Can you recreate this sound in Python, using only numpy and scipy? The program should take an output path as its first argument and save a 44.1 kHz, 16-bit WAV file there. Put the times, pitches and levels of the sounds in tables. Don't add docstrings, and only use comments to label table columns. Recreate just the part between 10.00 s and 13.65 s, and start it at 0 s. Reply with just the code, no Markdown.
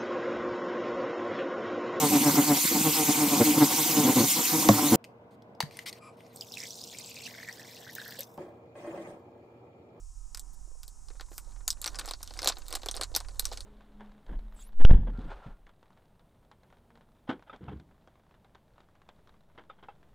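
import sys
import numpy as np
from scipy import signal
from scipy.fft import rfft, irfft
from scipy.io import wavfile

SR = 44100
rng = np.random.default_rng(int(sys.argv[2]) if len(sys.argv) > 2 else 0)


def digitize_waveform(pressure):
    field = np.atleast_2d(pressure).T
    bounded = np.clip(field, -1, 1)
    quanta = np.round(bounded * 32767).astype(np.int16)
    wavfile.write(sys.argv[1], SR, quanta)


N = 160965

# f/Hz, level/dB
HISS_COLOUR = [(2500, -21), (3500, -21.5), (4400, -17.5), (5400, -4.5), (7300, -0.5), (10000, -9),
               (12500, -24.5), (15500, -26)]
# f/Hz, level/dB
OUTSIDE_COLOUR = [(110, 4), (160, -2.5), (220, -3), (330, -7), (550, -13), (950, -5), (1250, -12),
                  (1700, -17), (2500, -30)]
STREAK_TONES = [732, 929, 1064, 1270]
# t/s, level of the fundamental/dB, level of the octave/dB
THROB_COURSE = [(0.0, -46, -56.5), (0.41, -54, -76), (2.39, -48.5, -58), (2.68, -52, -65.5),
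                (3.12, -45, -53.5), (3.6, -42.5, -57), (3.65, -51, -49)]
# f/Hz, level/dB
AIR_COLOUR = [(6, -10.5), (12, -2.5), (22, -9.5), (45, -12), (62, -29), (130, -42)]
# t/s, level of the dull scuff/dB, level of the fine crackle/dB
RUB_COURSE = [(1.0, -90, -84), (1.11, -68, -77), (1.51, -79, -72.5), (1.64, -94, -86), (1.78, -64, -68),
              (1.91, -56, -56.5), (2.01, -51, -56), (2.17, -72, -69), (2.31, -61.5, -55), (2.46, -55, -57),
              (2.58, -57, -58), (2.76, -64, -61), (2.87, -52.5, -62), (2.98, -64, -62), (3.06, -63, -79),
              (3.19, -57.5, -52), (3.24, -59, -66), (3.38, -62.5, -66), (3.49, -55.5, -49.5),
              (3.61, -57.5, -63), (3.65, -66, -90)]
# f/Hz, level/dB
SCUFF_COLOUR = [(110, -3.5), (170, 0.5), (260, -3), (400, -0.5), (550, 1), (750, -2.5), (900, -1),
                (1200, -6), (1700, -8.5), (2800, -27.5)]
# f/Hz, level/dB
CRACKLE_COLOUR = [(1400, -8), (2600, -12.5), (4200, -0.5), (5300, -5.5), (8000, -7.5), (11000, -15.5),
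                  (15000, -19)]
# middle t/s, half length t/s, level/dB
SLIDE_EVENTS = [(0.541, 0.009, -60.5), (1.36, 0.048, -58)]
# f/Hz, level/dB
SLIDE_COLOUR = [(5000, 2), (10000, 0), (13000, 0), (15000, -5)]
# t/s, f/Hz, level/dB
THUD_EVENTS = [(0.675, 348, -54), (0.715, 485, -56.5), (0.753, 485, -57), (1.105, 483, -47.5),
               (1.15, 515, -57), (1.285, 980, -54), (1.315, 336, -48.5), (1.474, 540, -53),
               (2.356, 726, -45), (2.435, 610, -33), (2.86, 410, -32.5), (2.996, 544, -36.5),
               (3.117, 510, -43), (3.207, 935, -39)]
# t/s, then level/dB in the body, mid and ring bands
BUMP_EVENTS = [(1.102, -57, -53, -59), (1.154, -65, -58.5, -80), (1.197, -51, -42, -49.5),
               (1.316, -52.5, -55, -68), (1.329, -57, -57, -63), (1.52, -70, -60, -62),
               (1.561, -60, -56, -62), (1.606, -60, -55, -67), (1.769, -77, -56, -73),
               (1.825, -59, -48, -45), (2.011, -48, -40, -43), (2.036, -51, -50, -72),
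               (2.049, -46, -43, -49), (2.205, -50, -55, -58), (2.307, -44.5, -51, -45.5),
               (2.366, -54, -49, -58), (2.515, -66, -43, -52), (2.619, -67, -51.5, -50),
               (2.694, -54, -53, -55), (2.712, -45.5, -45, -47), (2.768, -43.5, -45, -50),
               (2.795, -58, -57, -57), (2.819, -57, -56, -50), (2.867, -53, -58, -66),
               (2.9569, -41.5, -49, -46), (3.142, -40.5, -50, -43), (3.247, -66, -49.5, -57),
               (3.309, -58, -62, -57), (3.422, -53, -58, -54), (3.516, -39.5, -49, -44),
               (3.519, -39, -48, -45), (3.532, -44, -45.5, -45)]
# t/s, buckling time/ms, ring f/Hz, then level/dB in the body, mid, ring, bright and top bands
SNAP_EVENTS = [(0.347, 0.31, 5150, -63, -51, -42, -45.5, -50),
               (0.3732, 0.64, 5060, -66, -54, -50.5, -48, -51),
               (0.3951, 0.95, 7540, -64, -76, -48.5, -44, -48),
               (0.8321, 0.16, 5000, -79, -59.5, -52, -54, -53.5),
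               (0.8794, 1.9, 4400, -68, -73, -54, -53, -53), (1.0846, 2.7, 4970, -65, -64, -56, -64, -74),
               (1.2086, 3.3, 4270, -50.5, -47.5, -48, -57, -60),
               (1.38, 0.41, 4800, -58, -48.5, -47.5, -44.5, -40.5),
               (1.6786, 1.6, 4760, -47.5, -41, -32, -29.5, -31.5),
               (1.7042, 0.25, 5130, -68, -55.5, -28.5, -33, -40),
               (1.7284, 0.33, 4180, -69, -61, -52, -53, -58),
               (1.8163, 0.21, 3900, -61, -65, -48.5, -41.5, -40.5),
               (1.8427, 1.1, 4170, -63, -41.5, -36.5, -40, -52),
               (1.86, 0.69, 4450, -46.5, -43, -34, -60, -55),
               (1.8649, 0.58, 5500, -51, -40.5, -48, -41, -44),
               (1.8765, 0.74, 5900, -50, -42, -35, -43, -48),
               (1.9459, 0.69, 4900, -51.5, -47, -49.5, -66, -76),
               (1.9551, 6, 5000, -68, -52, -44.5, -49.5, -69),
               (1.9875, 2.8, 4860, -50, -40.5, -38.5, -43, -51),
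               (1.9943, 2.6, 4400, -52, -43, -40, -41, -46),
               (2.058, 0.59, 4940, -78, -55, -50.5, -47.5, -52),
               (2.0774, 0.27, 4250, -44, -45.5, -49, -51, -59),
               (2.086, 10, 4900, -55, -47.5, -41, -51, -53), (2.11, 1.2, 3980, -42.5, -41.5, -39, -42, -49),
               (2.1363, 0.26, 4500, -51, -49, -40, -61, -62),
               (2.2295, 1.9, 5500, -58, -51.5, -44.5, -45.5, -43),
               (2.2757, 0.15, 3210, -78, -59, -47, -56, -60),
               (2.3735, 2.6, 4750, -53, -71, -51.5, -53.5, -71), (2.3905, 1, 5300, -52, -43, -37, -48, -55),
               (2.418, 2.6, 4970, -46, -46, -41.5, -48.5, -51),
               (2.4298, 0.58, 4300, -42.5, -46, -37.5, -45.5, -59),
               (2.4446, 2.4, 5540, -40, -38.5, -37, -40, -40),
               (2.4588, 0.56, 4300, -34.5, -41.5, -34, -47.5, -62),
               (2.4738, 0.4, 4350, -37.5, -31.5, -21.5, -26.5, -30.5),
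               (2.4785, 0.51, 4190, -36, -54, -43, -46, -48), (2.4845, 0.33, 5900, -57, -47, -35, -42, -39),
               (2.4888, 0.88, 4900, -52, -40.5, -27.5, -31.5, -46),
               (2.498, 0.34, 3960, -36, -36.5, -37, -56, -48),
               (2.522, 1.6, 4500, -74, -46, -42.5, -62, -69),
               (2.5686, 2.2, 4170, -51, -51, -48.5, -74, -76), (2.5844, 1.1, 6050, -58, -57, -60, -55, -54),
               (2.6825, 0.49, 3850, -75, -55, -48.5, -49.5, -48),
               (2.7059, 1.1, 4670, -55, -58, -51, -52, -52),
               (2.7265, 0.66, 5300, -45.5, -42.5, -40.5, -41.5, -46),
               (2.7383, 0.94, 4030, -44.5, -46.5, -42.5, -52, -64),
               (2.752, 1.3, 4000, -53, -41.5, -37.5, -38.5, -38.5),
               (2.755, 2.2, 4070, -43, -45.5, -39, -39, -51), (2.833, 0.53, 4150, -47, -49, -48, -62, -62),
               (2.8604, 0.54, 4470, -45, -44, -43, -44.5, -47),
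               (2.886, 1.5, 3630, -41.5, -45, -33.5, -45.5, -52),
               (2.9121, 1.8, 6000, -56, -52, -39.5, -39.5, -54),
               (2.942, 1.2, 3800, -52, -52, -44, -70, -75), (2.952, 0.42, 4260, -51, -51, -57, -53, -51),
               (2.9657, 0.33, 5200, -50, -51, -43.5, -43, -55),
               (2.9723, 0.49, 4400, -48.5, -46, -43, -61, -63),
               (3.0116, 2.4, 4400, -39.5, -36.5, -34.5, -37.5, -47),
               (3.0247, 0.25, 4200, -45, -43.5, -39, -51, -61),
               (3.034, 1.3, 4350, -52, -43.5, -34.5, -40, -50),
               (3.1502, 0.7, 4200, -49, -45.5, -29.5, -38, -43),
               (3.1627, 1, 4950, -39, -36, -26.5, -31, -27),
               (3.203, 0.62, 4200, -53, -50, -45.5, -48.5, -58),
               (3.2855, 0.56, 4770, -56, -54, -51, -57.5, -71),
               (3.395, 2.1, 4270, -46, -43, -30.5, -32.5, -28.5),
               (3.454, 0.6, 5800, -58, -44.5, -32.5, -35, -42),
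               (3.5732, 2.5, 4360, -56, -50.5, -43, -50.5, -64),
               (3.6061, 0.41, 4400, -73, -58, -44, -50, -58)]
# low f/Hz, high f/Hz
BAND_EDGES = [(265, 1000), (1000, 2700), (3400, 6300), (6300, 10000), (10000, 15500)]
# time to fall by 60 dB t/s, level against the direct snap/dB, band trim level/dB
CABIN_BANDS = [(0.035, -2.5, -0.5), (0.058, 2.5, -1.5), (0.057, -5.5, 0.5), (0.053, -3, 2),
               (0.045, -6, -1.5)]
# f/Hz, width f/Hz, level/dB
FILM_MODES = [(4200, 1900, -7), (7870, 570, 12), (10660, 170, -9.5), (12400, 420, 4)]
# f/Hz, width f/Hz, level/dB
HOLLOW_MODES = [(351, 43, 5), (515, 94, 7.5), (743, 147, 11), (1058, 142, 4), (1183, 100, 3), (1436, 77, 6)]

HISS_DB, OUTSIDE_DB, STREAK_DB, AIR_DB = -63, -69.5, -83, -47
SWELL_DB, SWELL_HZ = 2.5, 1.7
STREAK_WIDTH_HZ = 16
THROB_HZ, THROB_DB = 38.2, 2.5
THROB_PAN_DB, AIR_PAN_DB = -5.5, -34

SCUFF_DB, SCUFF_PER_S, SCUFF_SPREAD_DB = -5.5, 700, 3
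CRACKLE_DB, CRACKLE_PER_S, CRACKLE_SPREAD_DB = -3.5, 420, 6.5
RUB_ECHO_DB, RUB_ECHO_DECAY_S = -2.5, 0.019
SLIDE_PER_S = 1900
THUD_ATTACK_S, THUD_DECAY_S = 0.00041, 0.006
THUD_ROUGH = 0.75
PING_S, PING_HZ, PING_T60_S, PING_DB = 2.391, 2100, 0.03, -36

BUMP_MS, BUMP_HZ, BUMP_DB = 3.1, 4400, 21.5
SNAP_DB = 26.5
FIRST_SLIP = 0.44
RUN_SPREAD_DB = 2
RING_WIDTH_HZ, RING_DB = 580, 10
FILM_SPREAD = 0.061
CABIN_ONSET_S, CABIN_SPREAD_DB = 0.0018, 3.5
SIDE_DB, SIDE_HZ, SIDE_DECAY_S = -11.5, 307, 0.0016
CEILING = 0.33
TOP_HZ = 15200


def amp(db):
    return 10 ** (np.asarray(db) / 20)


def unit(x):
    return x / np.sqrt(np.sum(x ** 2) + 1e-18)


def curve(table, column):
    rows = np.array(table)
    return amp(np.interp(np.arange(N) / SR, rows[:, 0], rows[:, column]))


def colour(x, points):
    hz, db = np.array(points).T
    log_f = np.log(np.maximum(np.fft.rfftfreq(2 * N, 1 / SR), 1))
    below = np.maximum(np.log(hz[0]) - log_f, 0)
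    above = np.maximum(log_f - np.log(hz[-1]), 0)
    level_db = np.interp(log_f, np.log(hz), db) - np.minimum(40 * (below + above), 70)
    cepstrum = irfft(np.log(amp(level_db)))
    cepstrum[1:N] *= 2
    cepstrum[N + 1:] = 0
    response = np.exp(rfft(cepstrum))
    return unit(irfft(rfft(x, 2 * N) * response)[:N]) * np.sqrt(N)


def noise(points):
    return colour(rng.standard_normal(N), points)


def wander(hz):
    f = np.fft.rfftfreq(N, 1 / SR)
    smooth = irfft(rfft(rng.standard_normal(N)) * np.exp(-(f / hz) ** 2), N)
    return unit(smooth) * np.sqrt(N)


def grains(per_s, spread_db):
    size = amp(spread_db * np.minimum(rng.exponential(size=N), 4))
    happens = rng.random(N) < per_s / SR
    return happens * size * rng.choice([-1, 1], N)


def resonance(size, hz, width, db):
    s = 1j * np.fft.rfftfreq(size, 1 / SR)
    return amp(db) * s * width / (s ** 2 + s * width + hz ** 2)


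def pan(x, db):
    gains = amp(np.array([[db], [-db]]) / 2)
    return x * gains / gains.mean()


def add(out, start_s, x):
    i = int(start_s * SR)
    out[i:i + len(x)] += x[:max(N - i, 0)]


def hiss():
    return amp(HISS_DB) * noise(HISS_COLOUR)


def outside():
    t = np.arange(N) / SR
    streaks = np.zeros(N)
    for hz in STREAK_TONES:
        waver = wander(STREAK_WIDTH_HZ) + 1j * wander(STREAK_WIDTH_HZ)
        streaks += np.real(waver * np.exp(2j * np.pi * hz * t))
    swell = amp(OUTSIDE_DB + SWELL_DB * wander(SWELL_HZ))
    return swell * noise(OUTSIDE_COLOUR) + amp(STREAK_DB) * streaks


def throb():
    pitch = THROB_HZ * (1 + 0.022 * noise([(1, 1.5), (5, -3.5)]))
    phase = 2 * np.pi * np.cumsum(pitch) / SR
    fundamental = curve(THROB_COURSE, 1) * np.sin(phase)
    octave = curve(THROB_COURSE, 2) * np.sin(2 * phase)
    return pan(amp(THROB_DB) * (fundamental + octave), THROB_PAN_DB)


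def air():
    return pan(amp(AIR_DB) * noise(AIR_COLOUR), AIR_PAN_DB)


def rubbing():
    t = np.arange(N) / SR
    touching = np.clip((t - RUB_COURSE[0][0]) * 10, 0, 1)
    scuff = colour(grains(SCUFF_PER_S, SCUFF_SPREAD_DB), SCUFF_COLOUR)
    crackle = colour(grains(CRACKLE_PER_S, CRACKLE_SPREAD_DB), CRACKLE_COLOUR)
    scuff = amp(SCUFF_DB) * curve(RUB_COURSE, 1) * scuff
    crackle = amp(CRACKLE_DB) * curve(RUB_COURSE, 2) * crackle
    rub = touching * (scuff + crackle)
    cabin = unit(rng.standard_normal(N) * np.exp(-t / RUB_ECHO_DECAY_S))
    return rub + amp(RUB_ECHO_DB) * signal.fftconvolve(rub, cabin)[:N]


def slides():
    t = np.arange(N) / SR
    swell = np.zeros(N)
    for middle, half_length, db in SLIDE_EVENTS:
        swell += amp(db) * np.exp(-((t - middle) / half_length) ** 2)
    return swell * colour(grains(SLIDE_PER_S, SCUFF_SPREAD_DB), SLIDE_COLOUR)


def thuds(size=4096):
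    t = np.arange(size) / SR
    envelope = (1 - np.exp(-t / THUD_ATTACK_S)) * np.exp(-t / THUD_DECAY_S)
    envelope /= envelope.max()
    out = np.zeros(N)
    for start, hz, db in THUD_EVENTS:
        tone = np.sin(2 * np.pi * hz * t)
        rough = irfft(rfft(rng.standard_normal(size)) * resonance(size, hz, hz, 0) ** 2)
        rough = unit(rough) * np.sqrt(size)
        ring = (tone + THUD_ROUGH * rough) / (1 + THUD_ROUGH)
        add(out, start, amp(db) * envelope * ring)
    return out


def ping():
    age = np.maximum(np.arange(N) / SR - PING_S, 0)
    return amp(PING_DB) * np.sin(2 * np.pi * PING_HZ * age) * amp(-60 * age / PING_T60_S)


def film_response(size, ring_hz):
    response = 1 + resonance(size, ring_hz, RING_WIDTH_HZ, RING_DB)
    for mode in HOLLOW_MODES:
        response = response + resonance(size, *mode)
    for hz, width, db in FILM_MODES:
        shifted_hz = hz * np.exp(FILM_SPREAD * rng.standard_normal())
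        response = response + resonance(size, shifted_hz, width, db)
    return response


def buckle(length_ms, ring_hz, levels_db, size=6144):
    t = np.arange(size) / SR
    age = 1000 * t / max(length_ms, 0.15)
    uneven = amp(RUN_SPREAD_DB * rng.standard_normal(size))
    run = rng.choice([-1, 1], size) * uneven * np.exp(-age ** 1.5)
    slips = unit(run) + FIRST_SLIP * (t == 0) / max(length_ms, 1)
    film = film_response(size, ring_hz)
    crack = irfft(rfft(slips) * film)

    strength = np.repeat(rng.standard_normal(size // 32), 32)
    reflections = rng.standard_normal(size) * amp(CABIN_SPREAD_DB * strength)
    build_up = 1 - np.exp(-(t / CABIN_ONSET_S) ** 2)
    scatter = irfft(rfft(reflections) * film) * build_up

    out = np.zeros(size)
    for db, edges, (t60, room_db, trim_db) in zip(levels_db, BAND_EDGES, CABIN_BANDS):
        band = signal.butter(3, edges, "band", fs=SR, output="sos")
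        fade = amp(-60 * t / t60)
        direct, echo = signal.sosfilt(band, [crack, scatter * fade])
        out += amp(db + trim_db) * unit(unit(direct) + amp(room_db) * unit(echo))
    return out


def bumps():
    out = np.zeros(N)
    for start, *levels_db in BUMP_EVENTS:
        add(out, start, amp(BUMP_DB) * buckle(BUMP_MS, BUMP_HZ, levels_db))
    return out


def snaps():
    out = np.zeros(N)
    for start, length_ms, ring_hz, *levels_db in SNAP_EVENTS:
        add(out, start, amp(SNAP_DB) * buckle(length_ms, ring_hz, levels_db))
    return out


def window_reflections(hands):
    windows = unit(rng.standard_normal(N) * np.exp(-np.arange(N) / SR / SIDE_DECAY_S))
    low = signal.butter(2, SIDE_HZ, fs=SR, output="sos")
    return amp(SIDE_DB) * signal.sosfilt(low, signal.fftconvolve(hands, windows)[:N])


def scene():
    background = hiss() + outside() + throb() + air()
    hands = rubbing() + slides() + thuds() + ping() + bumps() + snaps()
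    side = window_reflections(hands)
    return np.array([hands + side, hands - side]) + background


def record(dry):
    rounded = dry / (1 + (dry / CEILING) ** 4) ** 0.25
    top_cut = signal.ellip(8, 0.2, 70, TOP_HZ, fs=SR, output="sos")
    return signal.sosfilt(top_cut, rounded)


dry = scene()
out = record(dry)
digitize_waveform(out)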